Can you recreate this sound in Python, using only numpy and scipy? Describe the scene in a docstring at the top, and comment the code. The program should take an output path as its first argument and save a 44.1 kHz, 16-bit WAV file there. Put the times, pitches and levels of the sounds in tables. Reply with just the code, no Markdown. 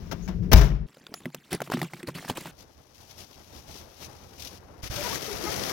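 """Van liftgate, leather bench, cardboard box

Four scenes joined by hard cuts. Van: the gate rattles down and slams; noise bursts, modal boom, cabin air.
Bench: knocks of noise and short rings, a seat-latch spring buzz and rubbed leather as bags are dropped.
Outdoors: gritty noise for hands on a cardboard box, over a far traffic roar.
Room: the box is dragged; noise scrapes, ringing jolts, stick-slip squeaks. The left microphone port is more open."""
import sys
import numpy as np
from scipy import signal
from scipy.fft import rfft, irfft, next_fast_len
from scipy.io import wavfile
from scipy.ndimage import uniform_filter1d, map_coordinates

SR = 44100
rng = np.random.default_rng(int(sys.argv[2]) if len(sys.argv) > 2 else 0)


def to_wav(s):
    """Save 16-bit WAV."""
    ch = np.atleast_2d(s).T  # columns
    pcm = np.round(np.clip(ch, -1, 1) * 32767)  # PCM
    wavfile.write(sys.argv[1], SR, pcm.astype(np.int16))


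N = 252312
T_S = np.arange(N) / SR
SLAM_S = 0.5402

# noise spectrum of the van trim: freq_hz, density_db
TRIM = [(150, -31), (250, 0), (407, 1.5), (484, -7.5), (673, -0.5), (760, -5.5), (4400, -14.5), (5600, -9),
        (7000, -19), (8000, -28.5), (15900, -20)]
# port likeness in the van: freq_hz, likeness_0_to_1
VAN_ALIKE = [(200, 0.83), (4000, .05)]
# left-over-right level in the van: freq_hz, left_minus_right_db
VAN_LEAN = [(60, 8.9), (380, 12.8), (2380, 17.2), (15000, 6.3)]
# port likeness at the bench: freq_hz, likeness_0_to_1
BENCH_ALIKE = [(950, 0.98), (4000, 0.92), (15000, 0.18)]
# port likeness outdoors: freq_hz, likeness_0_to_1
PORCH_ALIKE = [(100, 1), (1200, 0.044)]
# port likeness in the room: freq_hz, likeness_0_to_1
ROOM_ALIKE = [(60, 0.21), (900, 0.016)]
# left-over-right level outdoors and in the room: freq_hz, left_minus_right_db
BOX_LEAN = [(60, -12), (550, 11), (1650, 13.5), (4970, 19.5), (15000, 1)]
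# noise spectrum of rubbed cardboard: freq_hz, density_db
CARD = [(710, -33), (1200, -4.5), (2060, -4), (4210, -4.5), (5880, -1), (7870, -15.5), (12100, -10.5),
        (15900, -16.5)]


def amp(db):
    """Amplitude factor of a level in dB."""
    return 10 ** (np.asarray(db) / 20)


def unit(x):
    """x scaled to rms 1."""
    return x / np.sqrt(np.mean(x ** 2) + 1e-20)


def along(points, hz):
    """Values of (freq_hz, value) points, interpolated on a log axis."""
    point_hz, values = np.transpose(points)
    return np.interp(np.log(hz + 1), np.log(point_hz + 1), values)


def gain_curve(rows):
    """Gain per sample from (time_s, level_db) rows."""
    time_s, level_db = np.transpose(rows)
    return amp(np.interp(T_S, time_s, level_db))


def wobble(rate_hz):
    """Smooth random curve, rate_hz knots a second."""
    knots = rng.standard_normal(int(N * rate_hz / SR) + 4)
    return map_coordinates(knots, [np.arange(N) * rate_hz / SR])


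def filtered(x, response):
    """x times a response of frequency."""
    size = next_fast_len(N + 8192)
    return irfft(rfft(x, size) * response(np.fft.rfftfreq(size, 1 / SR)), size)[..., :N]


def rush(spectrum, alike, lean=((1, 0),), grain_db=0, rate_hz=300, patchy_db=0):
    """Stereo noise, mid rms 1; grain_db flutters its level, patchy_db breaks it into time-frequency blobs."""
    z = signal.stft(rng.standard_normal((2, N)), nperseg=256)[2]
    blobs = uniform_filter1d(rng.standard_normal(z.shape[1:]), 7, 0)
    blobs = unit(uniform_filter1d(blobs, 4, 1))
    noise = signal.istft(z * amp(patchy_db * blobs), nperseg=256)[1][:, :N]
    common, apart = noise * amp(grain_db * wobble(rate_hz))

    def likeness(hz):
        return np.clip(along(alike, hz), -1, 1)

    def side(hz):
        return amp(along(lean, hz) / 2)

    def gain(hz):
        mid_power = side(hz) ** 2 + side(hz) ** -2 + 2 * likeness(hz)
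        return amp(along(spectrum, hz)) / np.sqrt(mid_power)

    left = filtered(common, lambda hz: gain(hz) * side(hz))
    right = filtered(common, lambda hz: gain(hz) / side(hz) * likeness(hz))
    right = right + filtered(apart, lambda hz: gain(hz) / side(hz) * np.sqrt(1 - likeness(hz) ** 2))
    return np.array([left, right]) / np.std(left + right) * 2


def add(track, start_s, piece):
    """Mixes a piece into the track at start_s."""
    i = round(start_s * SR)
    track[i:i + len(piece)] += piece[:N - i]


def held(hold_s, t60_s, attack_s=0.0005):
    """Envelope: exponential rise, hold, exponential decay."""
    t = np.arange(SR // 2) / SR
    return (1 - np.exp(-t / attack_s)) * amp(-60 * np.maximum(t - hold_s, 0) / t60_s)


def ring(modes, spread_db, attack_s):
    """One blow on decaying modes (freq_hz, level_db, t60_s), their levels varied at random."""
    t = np.arange(SR // 2) / SR
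    tone = 0
    for hz, db, t60_s in modes:
        level_db = db + spread_db * rng.standard_normal() - 60 * t / t60_s
        tone = tone + amp(level_db) * np.sin(2 * np.pi * hz * t)
    return (1 - np.exp(-t / attack_s)) * tone


def stroke(length_s, edge_s=0.0077):
    """Envelope of a rubbing stroke: flat with ramped ends."""
    t = np.arange(round((length_s + edge_s) * SR)) / SR
    return np.clip(np.minimum(t, length_s + edge_s - t) / edge_s, 0, 1)


def ticks(per_s, spread_db, t60_s):
    """Envelope of rms 1 made of scattered short ticks of uneven size."""
    hits = (rng.random(N) < per_s / SR) * amp(spread_db * rng.standard_normal(N))
    return unit(np.convolve(hits, held(0, t60_s, attack_s=0.00017)[:600])[:N])


def slam_boom():
    """Strut and hinge jolts thud, then the slam's air pulse rings cabin and panel modes."""
    # strut and hinge jolts: start_s, pitch_hz, level_db
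    thuds = [(0.053, 179.3, -32), (0.285, 180.8, -21), (.387, 107.8, -24), (0.517, 129.5, -12)]
    # cabin and panel modes: freq_hz, level_db, t60_s
    cabin_modes = [(53.53, 4, 0.58), (57, -10, 0.69), (43.5, -4, 0.78), (75, 6.5, 0.18), (133.4, -6, 0.66),
                   (152, -13.5, 0.98), (183, -8.5, 0.33), (408, -31, 1)]
    slam_db, thud_t60_s = -8, 0.25
    boom = np.zeros(N)
    for start_s, hz, db in thuds:
        add(boom, start_s, ring([(hz, db, thud_t60_s)], spread_db=0.5, attack_s=0.0049))
    add(boom, SLAM_S, -amp(slam_db) * ring(cabin_modes, spread_db=0.5, attack_s=0.005))
    # each port meets the modes in its own phase
    right = filtered(boom, lambda hz: np.exp(0.7j * np.sin(hz / 9)))
    return np.array([boom, right]) * amp([[3], [-4.5]])


def gate_rattle():
    """Trim rattles and gate contacts: decaying noise, treble dying first, over ringing trim panels."""
    # trim rattling as the gate swings down: start_s, level_db, t60_s
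    rattles = [(0.113, -31, 0.11), (.277, -37, 0.23), (0.424, -51.5, 0.9)]
    # gate meets seal, latch and stop, then rebounds twice: start_s, level_db, hold_s, t60_s
    contacts = [(.516, -18, 0.016, 0.018), (0.531, -11.5, 0.0072, 0.061), (.544, -29, .01, 0.012),
                (.558, -23, 0.032, 0.17), (0.61, -27, 0.0052, 0.5)]
    # trim panel modes: freq_hz, level_db
    panel_modes = [(640, 2), (930, -5.5), (1560, -13), (2300, -5.5), (2920, -15)]
    rattle_hold_s, panel_t60_s, panel_db = 0.013, 0.087, -6.5
    rattle_dull, contact_dull = 0.63, 0.43  # amplitude share without treble
    bright, dull, panel = np.zeros((3, N))
    events = [(start_s, db, rattle_hold_s, t60_s, rattle_dull) for start_s, db, t60_s in rattles]
    events += [(*row, contact_dull) for row in contacts]
    modes = [(*mode, panel_t60_s) for mode in panel_modes]
    for start_s, db, hold_s, t60_s, share in events:
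        add(bright, start_s, amp(db) * (1 - share) * held(hold_s, 0.52 * t60_s))
        add(dull, start_s, amp(db) * share * held(hold_s, t60_s))
        add(panel, start_s, amp(db + panel_db) * ring(modes, spread_db=0.5, attack_s=0.004))
    full_trim = rush(TRIM, VAN_ALIKE, VAN_LEAN, grain_db=2, patchy_db=2)
    low_trim = rush(TRIM, VAN_ALIKE, VAN_LEAN, grain_db=1)
    low_trim = filtered(low_trim, lambda hz: 1.22 / np.hypot(1, (hz / 2500) ** 2))
    return bright * full_trim + dull * low_trim + panel * amp([[3], [-4.5]])


def latch_bite():
    """The latch bites: a very high, brief noise burst."""
    burst = np.zeros(N)
    add(burst, 0.531, amp(-18.5) * held(0.0029, 0.029))
    return burst * rush([(13500, -22), (15100, -2.5), (16000, -26)], VAN_ALIKE, [(1, 13)])


def gas_strut():
    """The gas strut hisses: one stroke of high band noise."""
    start_s, length_s, level_db = 0.22, 0.045, -57
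    hiss = np.zeros(N)
    add(hiss, start_s, amp(level_db) * stroke(length_s))
    return hiss * rush([(5000, -25), (6500, 5.5), (7400, -21.5)], VAN_ALIKE, VAN_LEAN, patchy_db=0.5)


def van_background():
    """Low cabin rumble, and street noise shut out as the gate closes."""
    # cabin rumble: time_s, level_db
    cabin_level = [(0.0, -41), (0.662, -27.5), (0.866, -40.5)]
    # cabin rumble spectrum: freq_hz, density_db
    rumble = [(25, -12), (54, 3.5), (139, -8), (172, 4), (253, -17.5), (403, -15.5), (600, -32), (780, -48),
              (1320, -120)]
    air = gain_curve(cabin_level) * rush(rumble, VAN_ALIKE, VAN_LEAN, grain_db=2, rate_hz=8.8)
    opening = np.clip((SLAM_S - T_S) / 0.34, 0, 1)
    far = filtered(rush(TRIM, VAN_ALIKE, VAN_LEAN), lambda hz: 1 / np.hypot(1, (hz / 7500) ** 0.31))
    return air + amp(-53.5) * opening * far


def liftgate():
    """The gate rattles down and slams: boom, trim, latch and strut over the van background."""
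    return slam_boom() + gate_rattle() + latch_bite() + gas_strut() + van_background()


def latch_spring():
    """Latch spring buzz: high tones with random level and phase flutter."""
    # spring buzz: start_s, hold_s, then a list of tones: freq_hz, level_db
    spring_buzz = (1.146, .045, [(7000, -54), (10500, -55)])
    start_s, hold_s, tones = spring_buzz
    envelope = np.zeros(N)
    add(envelope, start_s, held(hold_s, 0.038))
    buzz = 0
    for hz, db in tones:
        phase = 2 * np.pi * hz * T_S + 2.8 * wobble(350)
        buzz = buzz + amp(db + 2.29 * wobble(430)) * np.sin(phase)
    return envelope * buzz


def rub_envelopes():
    """Cloth and leather envelopes: each stroke mixes both; louder strokes hold more leather."""
    # leather and cloth strokes: start_s, hold_s, level_db
    rubs = [(1.15, 0.087, -60.5), (1.438, 0.1, -64.5), (1.505, 0.042, -37), (1.631, 0.038, -50),
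            (1.711, 0.027, -35), (1.763, 0.1, -47), (1.897, 0.11, -55), (2.068, 0.015, -38),
            (2.141, 0.047, -42.5), (2.197, 0.072, -51.5), (2.28, 0.022, -34), (2.349, 0.037, -40.5),
            (2.397, 0.099, -47)]
    no_leather_db, no_cloth_db = -68, -13.5  # ends of the mixing scale
    cloth, leather = np.zeros((2, N))
    for start_s, hold_s, db in rubs:
        share = np.clip((db - no_leather_db) / (no_cloth_db - no_leather_db), 0, 1)
        add(cloth, start_s, amp(db) * (1 - share) * held(hold_s, 0.089, attack_s=0.0075))
        add(leather, start_s, amp(db) * share * held(hold_s, 0.085, attack_s=0.01))
    return cloth, leather


def knocks():
    """Envelopes of noise puff and bright crack per knock, and its two-mode ring with a cushion thump."""
    # knocks: start_s, level_db, ring_hz, second_ring_hz, thump_db, crack_db
    knock_rows = [(0.97, -42, 530, 1400, -53, -75), (1.067, -32.5, 3560, 4530, -60, -66),
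                  (1.14, -26, 1850, 4600, -54, -26.5), (1.256, -24, 614, 2020, -24.5, -61),
                  (1.346, -28.5, 2760, 7440, -37.5, -28), (1.518, -38.5, 830, 4300, -22, -35),
                  (1.529, -24.5, 2030, 750, -26.5, -24), (1.548, -36, 706, 2010, -39, -29),
                  (1.604, -25, 854, 1420, -29.5, -53), (1.618, -21.5, 647, 1250, -32.5, -30.5),
                  (1.675, -34, 1150, 670, -35, -58), (1.7, -24.5, 423, 950, -33, -45),
                  (1.719, -20.5, 710, 1350, -44, -32.5), (1.737, -21, 734, 1160, -19, -43),
                  (1.771, -28, 1300, 1810, -24.5, -54), (1.792, -35, 2230, 2960, -51, -42.5),
                  (1.816, -19.5, 1910, 800, -20, -32), (1.829, -25, 756, 1100, -21.5, -29),
                  (1.935, -29, 790, 2070, -38, -39), (2.03, -32, 2470, 2060, -28, -39),
                  (2.073, -34, 845, 2490, -35, -37), (2.086, -26, 520, 980, -29, -56),
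                  (2.15, -45.5, 1900, 1170, -30, -49), (2.226, -38.5, 1740, 730, -45, -55),
                  (2.248, -34.5, 800, 1370, -37, -62), (2.279, -31, 1030, 1680, -52, -55),
                  (2.299, -18, 650, 845, -27, -35), (2.372, -23.5, 2490, 1120, -35, -30.5),
                  (2.457, -28, 645, 905, -41.5, -48), (2.47, -39, 1900, 1430, -41, -40)]
    # seat cushion modes: freq_hz, level_db, t60_s
    cushion_modes = [(143, -11, 0.17), (169, -1, 0.09), (245.7, -2.5, 0.075), (348, -1, 0.065)]
    puff_db, second_db = -9, -1.5  # relative to the ring; to the first ring
    puff, crack, tones = np.zeros((3, N))
    for start_s, db, hz, second_hz, thump_db, crack_db in knock_rows:
        add(puff, start_s, amp(db + puff_db) * held(0.0015, 0.022, attack_s=0.0003))
        add(crack, start_s, amp(crack_db) * held(0.00067, 0.015, attack_s=0.00067))
        # low rings last longer
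        modes = [(hz, 0, 0.007 + 7 / hz), (second_hz, second_db, 0.007 + 7 / second_hz)]
        add(tones, start_s, amp(db) * ring(modes, spread_db=1.9, attack_s=0.00012))
        add(tones, start_s, amp(thump_db) * ring(cushion_modes, spread_db=4.5, attack_s=0.0076))
    # the cushion radiates no deep bass
    tones = filtered(tones, lambda hz: 1 / np.hypot(1, (100 / (hz + 1)) ** 4))
    return puff, crack, tones


def bench():
    """Knocks and the latch spring over rubbed cloth and leather, with small ticks in the strokes."""
    # rubbed leather spectrum: freq_hz, density_db
    leather_spectrum = [(30, -8), (90, -0.5), (150, 9.5), (350, 5.5), (650, -3), (2800, -6), (8000, -17.5),
                        (15900, -24)]
    creak_db, rest_db, tick_db = 7.5, -57, -7.5  # leather gain; resting level; ticks over stroke
    puff, crack, tones = knocks()
    cloth, leather = rub_envelopes()
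    tick_level = amp(tick_db) * (cloth + leather + amp(rest_db))
    puff = puff + tick_level * ticks(per_s=160, spread_db=3.5, t60_s=0.011)
    mids = [(220, -38), (330, 1.5), (2000, -7), (8000, -22)]
    highs = [(1800, -30), (3500, 1.5), (8000, -6.5), (15900, -6.5)]
    cloth_spectrum = [(300, -7), (3000, 12), (15900, 0)]
    hits = puff * rush(mids, BENCH_ALIKE, patchy_db=3.5) + crack * rush(highs, BENCH_ALIKE, patchy_db=6)
    rustle = cloth * rush(cloth_spectrum, BENCH_ALIKE, grain_db=4, rate_hz=170, patchy_db=3.5)
    creak = rush(leather_spectrum, BENCH_ALIKE, grain_db=0.5, rate_hz=43, patchy_db=6.5)
    creak = (amp(creak_db) * leather + amp(rest_db)) * creak
    return hits + tones + latch_spring() + rustle + creak


def scrape():
    """Dragged box: hollow body and crackling card noise, with low bumps beneath."""
    # scrape level: time_s, level_db
    scrape_level = [(4.819, -65), (4.835, -41.5), (4.875, -43.5), (4.895, -57), (4.91, -40.5), (4.97, -38),
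                    (5.16, -36), (5.19, -43), (5.28, -40), (5.4, -42), (5.46, -38), (5.72, -37)]
    # hollow box spectrum: freq_hz, density_db
    box_body = [(110, -21), (260, 0), (580, 0.5), (2000, -15), (2600, -36)]
    # low bump spectrum: freq_hz, density_db
    bump_spectrum = [(20, -21), (60, 0.5), (200, -2.5), (320, -46)]
    bumpy_db = -7.5  # relative to the scrape
    level = gain_curve(scrape_level)
    # the hollow body grows fuller as the box comes close
    nearing_db = 8 * np.minimum(T_S - 5.5, 0)
    hollow = rush(box_body, ROOM_ALIKE, BOX_LEAN, grain_db=0.15, rate_hz=59, patchy_db=1)
    crackle = 0.9 + 0.3 * ticks(per_s=90, spread_db=3, t60_s=0.015)
    card = rush(CARD, ROOM_ALIKE, BOX_LEAN, grain_db=0.5, rate_hz=180, patchy_db=0.5)
    bumps = amp(bumpy_db) * rush(bump_spectrum, ROOM_ALIKE, BOX_LEAN, grain_db=2.5, rate_hz=52)
    return level * (amp(nearing_db) * hollow + crackle * card + bumps)


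def squeaks():
    """Stick-slip: where the box grips, regular slips sound a wavering tone with multiples 2, 3 and 5."""
    # squeaks: start_s, length_s, slip_rate_hz, first_db, second_db, third_db
    squeak_rows = [(4.969, .065, 583, -36.5, -60, -62), (5.035, .05, 497, -45, -37, -46),
                   (5.098, .03, 454, -47, -40, -52), (5.12, .028, 565, -55, -40, -55),
                   (5.277, .02, 430, -37, -62, -66), (5.297, .042, 405, -37, -66, -66),
                   (5.434, .026, 352, -33.5, -58, -60), (5.456, .042, 416, -43, -39.5, -39.5)]
    fifth_db = -4  # relative to the third
    track, waver = np.zeros(N), wobble(40)
    for start_s, length_s, hz, first_db, second_db, third_db in squeak_rows:
        t = np.arange(round(length_s * SR)) / SR
        slip_hz = hz * (1 + 0.012 * waver[round(start_s * SR):][:len(t)])
        turns = np.cumsum(slip_hz) / SR
        partials = [(1, first_db), (2, second_db), (3, third_db), (5, third_db + fifth_db)]
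        tone = sum(amp(db) * np.sin(2 * np.pi * k * turns) for k, db in partials)
        add(track, start_s, tone * np.sin(np.pi * t / length_s) * np.sqrt(2))
    return track * amp([[4], [-5]])


def floor_jolts():
    """The box starts with jolts that ring the floor modes."""
    # jolts: start_s, level_db
    jolt_rows = [(4.834, -33.5), (4.899, -31), (4.96, -38)]
    # floor under the box: freq_hz, level_db, t60_s
    floor_modes = [(62, -1, 0.21), (103, 3, 0.093)]
    track = np.zeros(N)
    for start_s, db in jolt_rows:
        add(track, start_s, amp(db) * ring(floor_modes, spread_db=1, attack_s=0.0017))
    return track * amp([[-4], [3]])


def drag():
    """The box scrapes and bumps along, jolting and squeaking."""
    return scrape() + squeaks() + floor_jolts()


def hand_envelope():
    """Levels of hand strokes and a faint resting hold on the box, over faint air hiss."""
    # hands on cardboard: start_s, length_s, level_db
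    hand_strokes = [(2.567, 0.045, -57), (2.94, 0.0044, -55.5), (3.083, 0.018, -53), (3.163, 0.056, -49.5),
                    (3.517, 0.072, -57.5), (3.665, 0.14, -54.5), (3.992, 0.056, -47.5), (4.375, 0.1, -50),
                    (4.481, 0.081, -55.5)]
    hold = (2.96, 1.5, -63)  # start_s, length_s, level_db
    level = np.full(N, amp(-66))
    for start_s, length_s, db in hand_strokes + [hold]:
        add(level, start_s, amp(db) * stroke(length_s, edge_s=0.033))
    return level


def card_rustle(hands):
    """Hands on cardboard: high noise broken by ticks, plus sharper crackles."""
    # sharper crackles of the card: start_s, level_db
    snaps = [(4.396, -48), (4.421, -42.5), (4.447, -46), (4.471, -46)]
    level = hands * (0.85 + 0.35 * ticks(per_s=140, spread_db=3, t60_s=0.015))
    for start_s, db in snaps:
        add(level, start_s, amp(db) * held(0.0033, 0.023))
    rustle = level * rush(CARD, PORCH_ALIKE, BOX_LEAN, grain_db=0.5, rate_hz=43, patchy_db=0.5)
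    return filtered(rustle, lambda hz: 1 / np.hypot(1, (2300 / (hz + 1)) ** 4))


def low_roar(hands):
    """Far traffic as low noise; the hand strokes swell the same noise."""
    # far traffic: time_s, level_db
    traffic_level = [(2.52, -57.5), (2.74, -60), (4.82, -50.5)]
    # far traffic spectrum: freq_hz, density_db
    traffic_spectrum = [(20, -17), (76, 3), (151, -6), (807, -11.5), (1960, -23.5), (3250, -34.5),
                        (5500, -120)]
    level = gain_curve(traffic_level) + amp(-7.5) * hands
    return level * rush(traffic_spectrum, PORCH_ALIKE, BOX_LEAN, grain_db=2.5, rate_hz=41)


def porch():
    """Hands rustle over the cardboard against far traffic."""
    hands = hand_envelope()
    return card_rustle(hands) + low_roar(hands)


def scene():
    """Gates each of the four scenes to its span, with fades of a few milliseconds at most."""
    # scene boundaries: time_s
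    cuts = [0, .866, 2.517, 4.819, 5.73]
    total = np.zeros((2, N))
    for sound, start_s, end_s in zip([liftgate(), bench(), porch(), drag()], cuts, cuts[1:]):
        fade_in = np.clip((T_S - start_s) / 0.00091, 0, 1)
        fade_out = np.clip((end_s - T_S) / 0.004, 0, 1)
        total += sound * fade_in * fade_out
    return total


def record(dry):
    """Soft saturation towards full scale, then a sharp band limit."""
    top_hz = 16100
    soft = dry / (1 + np.abs(dry) ** 6) ** (1 / 6)
    return filtered(soft, lambda hz: hz < top_hz)


dry = scene()
out = record(dry)
to_wav(out)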